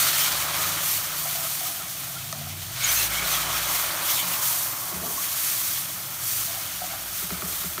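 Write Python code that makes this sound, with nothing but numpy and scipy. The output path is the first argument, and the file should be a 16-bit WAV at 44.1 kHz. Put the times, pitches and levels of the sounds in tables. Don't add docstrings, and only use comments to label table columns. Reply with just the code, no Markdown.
import sys
import numpy as np
from scipy import signal
from scipy.fft import rfft, irfft
from scipy.io import wavfile
from scipy.ndimage import uniform_filter1d

SR = 44100
rng = np.random.default_rng(int(sys.argv[2]) if len(sys.argv) > 2 else 0)


def log_audio(samples):
    frames = np.atleast_2d(samples).T
    limited = np.clip(frames, -1, 1)
    pcm = np.round(limited * 32767).astype(np.int16)
    wavfile.write(sys.argv[1], SR, pcm)


N = 343980
TIME = np.arange(N) / SR
FREQS = np.fft.rfftfreq(N, 1 / SR)


# (frequency [Hz], gain [dB])
RUMBLE_COLOUR = [(25, -23), (50, -9), (95, -2), (170, -5), (225, -14), (320, -7.5), (460, -21.5),
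                 (680, -9.5), (1200, -19), (4000, -59)]
# (frequency [Hz], width [Hz], gain [dB])
ROOM_MODES = [(102.7, 16, 4.7), (126.4, 3, 5.3), (178.2, 18.5, 7.6)]
# (middle [s], length [s], frequency [Hz], level [dB])
RUMBLE_SWELLS = [(0.433, .5, 74, -46), (0.673, 0.32, 175.5, -46), (.7, 0.6, 99, -46),
                 (2.172, 0.33, 132, -43.5), (2.254, 0.22, 102, -45), (2.455, 0.26, 225, -48),
                 (2.546, 0.27, 92, -39.5), (2.775, 0.17, 130.5, -40), (2.95, 0.61, 109.7, -44.5),
                 (3.21, 0.17, 180, -43.5), (4.275, 0.095, 178.5, -41), (4.4, 0.8, 131, -48),
                 (5.934, 0.23, 174.6, -46), (6.11, 0.76, 132, -48), (6.46, 0.52, 109.2, -47)]
# (time [s], firing rate [Hz], level [dB])
FAR_MOTOR = [(0, 74.5, -43.5), (.45, 74.5, -45), (.72, 77, -43), (1.0, 73.5, -52), (1.27, 76, -42.5),
             (1.5, 68, -47.5), (1.8, 74, -56), (2.12, 79, -51), (2.4, 73.3, -37.5), (2.65, 78, -46),
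             (2.95, 74, -59), (3.35, 74.5, -41), (3.6, 77, -45), (3.95, 76, -48.5), (4.4, 75, -75)]
FAR_HARMONICS_DB = [-22, -0.5, -19]
# (middle [s], length [s], pitch [Hz], pitch rise [Hz/s], level [dB])
DEEP_PASSES = [(3.147, 0.59, 57.3, 10, -41), (3.648, 0.45, 61.2, 1, -46), (7.103, 1.5, 57.7, 1, -54)]
RUMBLE_LEVEL_DB = -55

# (start [s], length [s])
POURS = [(-0.3, 0.72), (2.873, 0.96)]
POUR_ATTACK_S = 0.051
# (start [s], hold [s], hiss level [dB], frying level [dB])
FLARES = [(-0.07, 0.11, -23.5, -27.5), (0.148, 0.083, -26.5, -30), (0.37, 0.05, -31.5, -39),
          (0.557, 0.13, -30, -34.5), (0.796, 0.043, -30.5, -35.5), (0.876, 0.023, -25, -35.5),
          (1.03, 0.04, -51, -40), (1.156, 0.52, -31.5, -39), (1.87, 0.22, -38, -46.5),
          (2.812, 0.061, -32.5, -30.5), (2.907, 0.033, -24.5, -47), (2.988, 0.054, -30, -34),
          (3.273, 0.058, -29, -34), (3.533, 0.03, -31, -34.5), (3.683, 0.11, -28, -37),
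          (4.055, 0.1, -26.5, -34.5), (4.305, 0.02, -29.5, -37.5), (4.435, 0.046, -24.5, -35.5),
          (4.582, 0.073, -32.5, -53), (4.79, 0.02, -34.5, -58), (5.043, 0.087, -34.5, -63),
          (5.184, 0.57, -31.5, -39), (5.387, 0.2, -30, -40.5), (6.238, 0.16, -29, -40),
          (6.38, 0.5, -42, -42.5), (7.148, 0.036, -32.5, -41), (7.484, 0.14, -33, -43)]
FLARE_ATTACK_S, FLARE_FALL_DB_PER_S = 0.015, 56.5
# (middle [s], length [s], level change [dB])
SIZZLE_DIPS = [(3.095, 0.031, -6.5), (3.474, 0.03, -3)]
# (frequency [Hz], gain [dB])
HISS_COLOUR = [(2500, -46), (4500, -3.5), (6500, -2.5), (9000, -0.5), (12500, 1.5), (15500, 2)]
# (frequency [Hz], gain [dB])
FRY_COLOUR = [(500, -22), (1200, -0.5), (2100, -1.5), (3300, 2.5), (4500, 0.5), (6500, -3.5), (9000, -3.5),
              (15000, -24)]
# (frequency [Hz], gain [dB])
BOIL_COLOUR = [(150, -20), (300, -9.5), (460, -16), (620, -5), (860, -9), (1500, -8.5), (2200, -11),
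               (4000, -16)]
# (frequency [Hz], width [Hz], gain [dB])
PAN_COLOUR = [(1570, 94, -0.5), (2210, 470, 2), (2745, 100, -3.5), (3040, 250, 0.5), (4960, 310, -3),
              (6240, 810, 2), (7770, 630, -1.5), (10440, 850, -4)]
HISS_POUR_DB, HISS_COOL_DB_PER_S, HISS_SIMMER_DB, HISS_FULLER_DB = -40, 0.5, -45.5, 6.5
FRY_POUR_DB, FRY_COOL_DB_PER_S, FRY_SIMMER_DB, FRY_FULLER_DB = -35.5, 14, -42.5, -0.5
BOIL_POUR_DB, BOIL_COOL_DB_PER_S, BOIL_SIMMER_DB, BOIL_FULLER_DB = -36.5, 12.5, -53, 6.5
BOIL_LINGER_S = 0.19
BOIL_SURGE_DB, BOIL_SURGES_PER_S = 0.68, 36
# (time [s], centre [Hz], strength [dB])
HOLLOW = [(0, 1480, 7), (.15, 1350, 3), (.28, 1130, 5), (.44, 1230, 6), (.55, 1080, 7), (.68, 1280, 5),
          (.95, 1150, 2), (1.13, 1380, 8), (1.24, 1100, 5), (2.6, 1300, -3), (2.88, 1540, 9),
          (3.0, 1400, 0), (3.17, 1430, 4), (3.36, 1110, 7), (3.42, 1200, 4), (3.49, 1040, 6),
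          (3.575, 1400, 11), (3.64, 1300, 4), (3.715, 1120, 10), (3.82, 1120, 0), (3.9, 1320, 6),
          (4.02, 1150, 2), (4.19, 1100, 7), (4.45, 1110, 8), (5.2, 1120, 7), (6.5, 1300, 3)]
HOLLOW_WIDTH_HZ = 320

# (middle [s], length [s], pitch [Hz], glide [Hz/s], level [dB])
SINGS = [(0.19, 0.17, 3070, -2, -37), (2.822, .03, 2200, -3, -34.5), (2.85, 0.025, 6480, 3500, -26),
         (2.88, 0.051, 3160, 2500, -35), (2.892, 0.074, 2230, 1201, -31.5),
         (2.899, 0.017, 6100, -1500, -24), (2.976, 0.034, 6330, 0, -30), (3.005, 0.07, 2620, 1200, -37),
         (3.01, 0.067, 4130, -2000, -34), (3.04, .03, 6330, 0, -34.5), (3.17, 0.067, 3100, 4000, -38),
         (3.202, 0.13, 2270, 1100, -35.5), (3.33, .04, 6000, 0, -32), (3.352, 0.042, 2520, 800, -36),
         (3.355, 0.05, 3280, 1497, -35), (3.457, 0.12, 3070, -600, -39.5), (3.565, .06, 5600, 1497, -36),
         (3.58, .06, 3230, 0, -44), (3.69, .08, 6200, 3000, -38), (3.77, 0.13, 2090, -600, -39)]
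SING_WIDTH_HZ = 150
SING_WANDER, SING_SPUTTER_DB = .014, 1
# (start [s], pitch [Hz], decay time [s], level [dB])
BLIPS = [(1.119, 1305, 0.07, -35), (1.441, 1170, 0.065, -36), (1.652, 1180, .035, -38),
         (1.798, 1320, 0.05, -37), (2.16, 1340, 0.043, -38.5), (3.245, 600, .05, -36),
         (4.812, 1050, 0.053, -39), (5.066, 1104, 0.065, -41), (5.175, 1050, 0.05, -33)]
BLIP_RISE_PER_S, BLIP_ROUGHNESS = 4.35, 0.57

# (start [s], length [s], level [dB])
SCRAPES = [(1.25, 0.054, -37.5), (1.35, 0.14, -43), (1.6, 0.24, -45), (1.8, 0.11, -53), (2.03, 0.18, -47),
           (2.35, 0.12, -46), (2.62, 0.025, -47), (2.68, 0.04, -46), (6.475, 0.057, -45),
           (6.545, 0.13, -47), (6.808, 0.07, -47.5), (6.9, 0.023, -40), (6.936, .035, -39.5),
           (6.99, 0.11, -52.5)]
# (frequency [Hz], width [Hz], gain [dB])
SCRAPE_MODES = [(684, 37, 7.5), (755, 60, 5.5), (1300, 330, -3.5), (2090, 150, -29)]
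# (start [s], length [s], level [dB])
SLIDES = [(6.905, 0.066, -43), (7.325, 0.055, -38.5), (7.395, .02, -47), (7.435, 0.06, -48),
          (7.524, 0.015, -42), (7.645, .025, -53)]
# (frequency [Hz], width [Hz], gain [dB])
SLIDE_MODES = [(1310, 260, 1), (2210, 280, -3.5)]
# (start [s], length [s], level [dB])
JUDDERS = [(4.96, 0.06, -48), (5.025, 0.12, -41.5), (7.32, 0.078, -46), (7.45, 0.06, -46)]
# (frequency [Hz], width [Hz], gain [dB])
JUDDER_MODES = [(171, 25, 11), (267, 57, 10), (405, 120, 9.5), (650, 78, 10), (1140, 550, -7),
                (2060, 300, -16)]
# (time [s], pitch [Hz], level [dB])
JUMPS = [(1.252, 687, -37), (1.448, 670, -31), (1.612, 678, -33), (1.634, 700, -33), (2.412, 690, -32.5),
         (2.468, 720, -34), (6.568, 810, -37), (6.817, 725, -24.5), (6.838, 725, -25.5)]
# (multiple of its pitch, decay time [s], gain [dB], lag [s])
JUMP_MODES = [(1, 0.025, -3, 0.00097), (0.921, 0.022, -12, 0.001), (1.8, .02, -14, 0.0002)]
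# (time [s], tap [dB], thud of pan and grate [dB])
KNOCKS = [(1.814, -30, -44), (4.921, -38, -31), (4.949, -52, -34), (4.977, -47, -37), (5.011, -40, -33),
          (7.222, -30, -33), (7.306, -22.5, -26.5), (7.4225, -23, -27), (7.525, -33, -41),
          (7.639, -25.5, -29.5), (7.78, -20.5, -28)]
TAP_TRIM_DB, THUD_TRIM_DB = 7.5, -3.0
# (frequency [Hz], gain [dB])
TAP_COLOUR = [(500, -19), (850, -2), (1300, 7), (1550, -1), (2300, -6), (3200, -8), (7000, -15)]
# (frequency [Hz], decay time [s], gain [dB], lag [s])
THUD_MODES = [(74.4, 0.23, -12, 0.0093), (176, 0.075, -0.5, 0.0145), (215, 0.028, -11, 0.0072),
              (313, 0.028, -12, 0.0037), (388, 0.034, -6.5, 0.00207), (625, 0.05, -11, 0.0016),
              (1330, 0.02, -9, 0.00056)]
RUB_ATTACK_S, RUB_GRIP_DB, RUB_GRIPS_PER_S = .002, 1, 42

# (time [s], level [dB])
SPITS = [(2.3268, -16), (2.89, -20), (4.052, -40)]
# (frequency [Hz], decay time [s], gain [dB], lag [s])
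SPIT_MODES = [(6240, 0.0025, -3, 0.000087), (4400, .0015, -5, 0.0001), (9000, 0.00091, -3, .0001),
              (1870, 0.01, -17, 0.00018), (1190, 0.0086, -10, 0.00054), (644, 0.028, -17, 0.002)]
KITCHEN_WET_DB = -19
TOP_HZ = 15550


def undb(db):
    return 10 ** (np.asarray(db) / 20)


def unit(x):
    return x / np.std(x)


def unit_gain(db):
    gain = undb(db)
    return gain / np.sqrt(np.mean(gain ** 2))


def band_unit(x, band):
    inside = (FREQS > band[0]) & (FREQS < band[1])
    return x / np.std(irfft(rfft(x) * inside, N))


def curves(table):
    s, *columns = np.transpose(table)
    return [np.interp(TIME, s, column) for column in columns]


def colour(x, points, bumps):
    hz, db = np.transpose(points)
    gain_db = np.interp(np.log(FREQS + 1), np.log(hz), db)
    gain_db = gain_db - 40 * np.log10(1 + (hz[0] / (FREQS + 1) / 2) ** 2)
    for centre, width, bump_db in bumps:
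        gain_db = gain_db + bump_db * .5 ** ((2 * (FREQS - centre) / width) ** 2)
    return irfft(rfft(x) * undb(gain_db), N)


def resonate(x, hz, width_hz):
    return signal.lfilter(*signal.iirpeak(hz, hz / width_hz, fs=SR), x)


def pocket(x, hz, width_hz, order):
    turn = np.exp(2j * np.pi * np.cumsum(hz) / SR)
    low_pass = signal.butter(order, width_hz / 2, fs=SR)
    return (signal.lfilter(*low_pass, x / turn) * turn).real


def walk(rate):
    size = max(int(SR / rate), 2)
    noise = rng.standard_normal(N)
    return unit(uniform_filter1d(uniform_filter1d(noise, size), size))


def bursts(rate, spread_db):
    size = undb(spread_db * np.minimum(rng.exponential(size=N), 5))
    return (rng.random(N) < rate / SR) * size * rng.choice([-1, 1], N)


def swell(s, length):
    return .5 ** np.minimum((2 * (TIME - s) / length) ** 2, 60)


def envelope(start, hold, attack_s, fall_db_per_s):
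    rise = .5 + .5 * np.tanh((TIME - start) / attack_s / 2)
    return rise * undb(-fall_db_per_s * np.maximum(TIME - start - hold, 0)) ** 2


def ripening(t, t60):
    age = np.log(1000) * t / t60
    return age * np.exp(1 - age)


def strike(hits, modes):
    out, t = np.zeros(N + SR), np.arange(SR // 3) / SR
    for s, db in hits:
        for hz, t60, mode_db, lag in modes:
            start = int(max(s + lag, 0) * SR)
            detune = 1 + 0.0071 * rng.standard_normal()
            tone = np.sin(2 * np.pi * hz * detune * t)
            out[start:start + len(t)] += undb(db + mode_db) * ripening(t, t60) * tone
    return out[:N]


def low_rumble():
    rumble = colour(rng.standard_normal(N), RUMBLE_COLOUR, ROOM_MODES)
    return undb(RUMBLE_LEVEL_DB) * band_unit(rumble, (80, 105))


def swelling_tones():
    out = 0
    for s, length, hz, db in RUMBLE_SWELLS:
        out = out + undb(db) * swell(s, length) * np.sin(2 * np.pi * (hz * TIME + rng.random()))
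    return out


def motors():
    waver = 1 + 0.0057 * walk(8.7)

    def turn(hz):
        return 2 * np.pi * np.cumsum(hz * waver) / SR

    far_hz, far_db = curves(FAR_MOTOR)
    out = 0
    for multiple, db in enumerate(FAR_HARMONICS_DB, 1):
        out = out + undb(far_db + db) * np.sin(multiple * turn(far_hz))
    for s, length, hz, rise, db in DEEP_PASSES:
        out = out + undb(db) * swell(s, length) * np.sin(turn(hz + rise * (TIME - s)))
    return out


def outside():
    return low_rumble() + (swelling_tones() + motors()) * undb(0.57 * walk(12.0))


def heat(pour_db, cool_db_per_s, simmer_db, fuller_db, linger_s=0):
    pouring = sum(envelope(start, length + linger_s, POUR_ATTACK_S, cool_db_per_s) for start, length in POURS)
    start, length = POURS[-1]
    filled = np.clip((TIME - start) / length, 0, 1)
    return undb(pour_db) ** 2 * pouring + undb(simmer_db + fuller_db * filled) ** 2


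def churn(x, depth_db):
    centres = np.geomspace(900, 9000, 14)
    spectrum = rfft(x)
    out = 0
    for row in np.eye(len(centres)):
        share = np.interp(FREQS, centres, row)
        out = out + irfft(spectrum * share, N) * undb(depth_db * walk(38))
    return out


def sizzle():
    hiss_power = heat(HISS_POUR_DB, HISS_COOL_DB_PER_S, HISS_SIMMER_DB, HISS_FULLER_DB)
    fry_power = heat(FRY_POUR_DB, FRY_COOL_DB_PER_S, FRY_SIMMER_DB, FRY_FULLER_DB)
    for start, hold, hiss_db, fry_db in FLARES:
        flare = envelope(start, hold, FLARE_ATTACK_S, FLARE_FALL_DB_PER_S)
        hiss_power = hiss_power + flare * undb(hiss_db) ** 2
        fry_power = fry_power + flare * undb(fry_db) ** 2
    flurry_db = 0.56 * walk(92) + 0.42 * walk(39)
    dip_db = sum(db * swell(s, length) for s, length, db in SIZZLE_DIPS)
    hiss = colour(bursts(16000, 2.05), HISS_COLOUR, PAN_COLOUR)
    crackles = undb(-7.0) * bursts(65, 1.9)
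    fry = colour(bursts(9000, 1.3) + crackles, FRY_COLOUR, PAN_COLOUR)
    fry = churn(fry, depth_db=1.08 + 2.0 * swell(4.1, 0.32))
    hiss = band_unit(hiss, (8000, 15000)) * np.sqrt(hiss_power)
    fry = band_unit(fry, (2000, 5000)) * np.sqrt(fry_power)
    return (hiss + fry) * undb(flurry_db + dip_db)


def boil():
    out = 0
    for hz in np.geomspace(250, 3200, 32):
        life = np.linspace(0, 1, int(10 * SR / hz))
        phase = 2 * np.pi * np.cumsum(hz * (1 + .25 * life)) / SR
        bubble = np.sin(phase) * np.exp(-np.log(1000) * life)
        out = out + hz * signal.oaconvolve(bursts(130, 1.3), bubble)[:N]
    hollow_hz, hollow_db = curves(HOLLOW)
    out = out + 2 * undb(hollow_db) * pocket(out, hollow_hz, HOLLOW_WIDTH_HZ, order=1)
    foam = band_unit(colour(out, BOIL_COLOUR, PAN_COLOUR), (850, 1600))
    power = heat(BOIL_POUR_DB, BOIL_COOL_DB_PER_S, BOIL_SIMMER_DB, BOIL_FULLER_DB, BOIL_LINGER_S)
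    return foam * np.sqrt(power) * undb(BOIL_SURGE_DB * walk(BOIL_SURGES_PER_S))


def singing():
    out, steam, wobble = 0, bursts(3000, 1.2), 1 + SING_WANDER * walk(70)
    for s, length, hz, glide, db in SINGS:
        pitch = (hz + glide * np.clip(TIME - s, -length, length)) * wobble
        ring = pocket(steam, pitch, SING_WIDTH_HZ * np.sqrt(hz / 2000), order=2)
        out = out + unit(ring) * undb(db) * swell(s, length)
    return out * unit_gain(SING_SPUTTER_DB * walk(110))


def blips():
    out, t = np.zeros(N + SR), np.arange(SR // 5) / SR
    for s, hz, t60, db in BLIPS:
        start = int(s * SR)
        phase = 2 * np.pi * hz * (t + BLIP_RISE_PER_S * t ** 2 / 2)
        out[start:start + len(t)] += undb(db) * ripening(t, t60) * np.sin(phase)
    return out[:N] * (1 + BLIP_ROUGHNESS * walk(350))


def rub(strokes, modes):
    slips = bursts(1200, 0.8)
    ring, pressure = 0, 0
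    for hz, width, db in modes:
        ring = ring + undb(db) * resonate(resonate(slips, hz, width), hz, 3 * width)
    for s, length, db in strokes:
        bite = .5 + .5 * np.tanh((TIME - s) / RUB_ATTACK_S)
        pressure = pressure + undb(db) * bite * swell(s, 2 * length)
    return unit(ring) * pressure * unit_gain(RUB_GRIP_DB * walk(RUB_GRIPS_PER_S))


def jump():
    out = 0
    for s, hz, db in JUMPS:
        modes = [(hz * multiple, *rest) for multiple, *rest in JUMP_MODES]
        out = out + strike([(s, db)], modes)
    return out


def tap(hits, t60=0.065, snap=6.6):
    out, t = np.zeros(N + SR), np.arange(SR // 10) / SR
    for s, db in hits:
        start = int(s * SR)
        out[start] += undb(db) * snap
        rattle = rng.standard_normal(len(t)) * np.exp(-np.log(1000) * t / t60)
        out[start:start + len(t)] += undb(db - 9.5) * rattle
    return colour(out[:N], TAP_COLOUR, PAN_COLOUR)


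def spoon():
    drags = rub(SCRAPES, SCRAPE_MODES) + rub(SLIDES, SLIDE_MODES) + rub(JUDDERS, JUDDER_MODES)
    taps = tap([(s, tap_db) for s, tap_db, _ in KNOCKS])
    thuds = strike([(s, thud_db) for s, _, thud_db in KNOCKS], THUD_MODES)
    return drags + jump() + undb(TAP_TRIM_DB) * taps + undb(THUD_TRIM_DB) * thuds


def spits():
    return strike(SPITS, SPIT_MODES)


def kitchen(x, t60=0.089):
    t = np.arange(SR // 2) / SR
    tail = rng.standard_normal(len(t)) * np.exp(-np.log(1000) * t / t60) * (t > .003)
    tail = tail / np.linalg.norm(tail)
    return x + undb(KITCHEN_WET_DB) * signal.oaconvolve(x, tail)[:N]


def scene():
    pan = sizzle() + boil() + singing() + blips() + spoon() + spits()
    return np.tile(outside() + kitchen(pan), (2, 1))


def record(dry):
    top_cut = signal.ellip(12, .1, 80, TOP_HZ, fs=SR, output="sos")
    return signal.sosfilt(top_cut, dry)


dry = scene()
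out = record(dry)
log_audio(out)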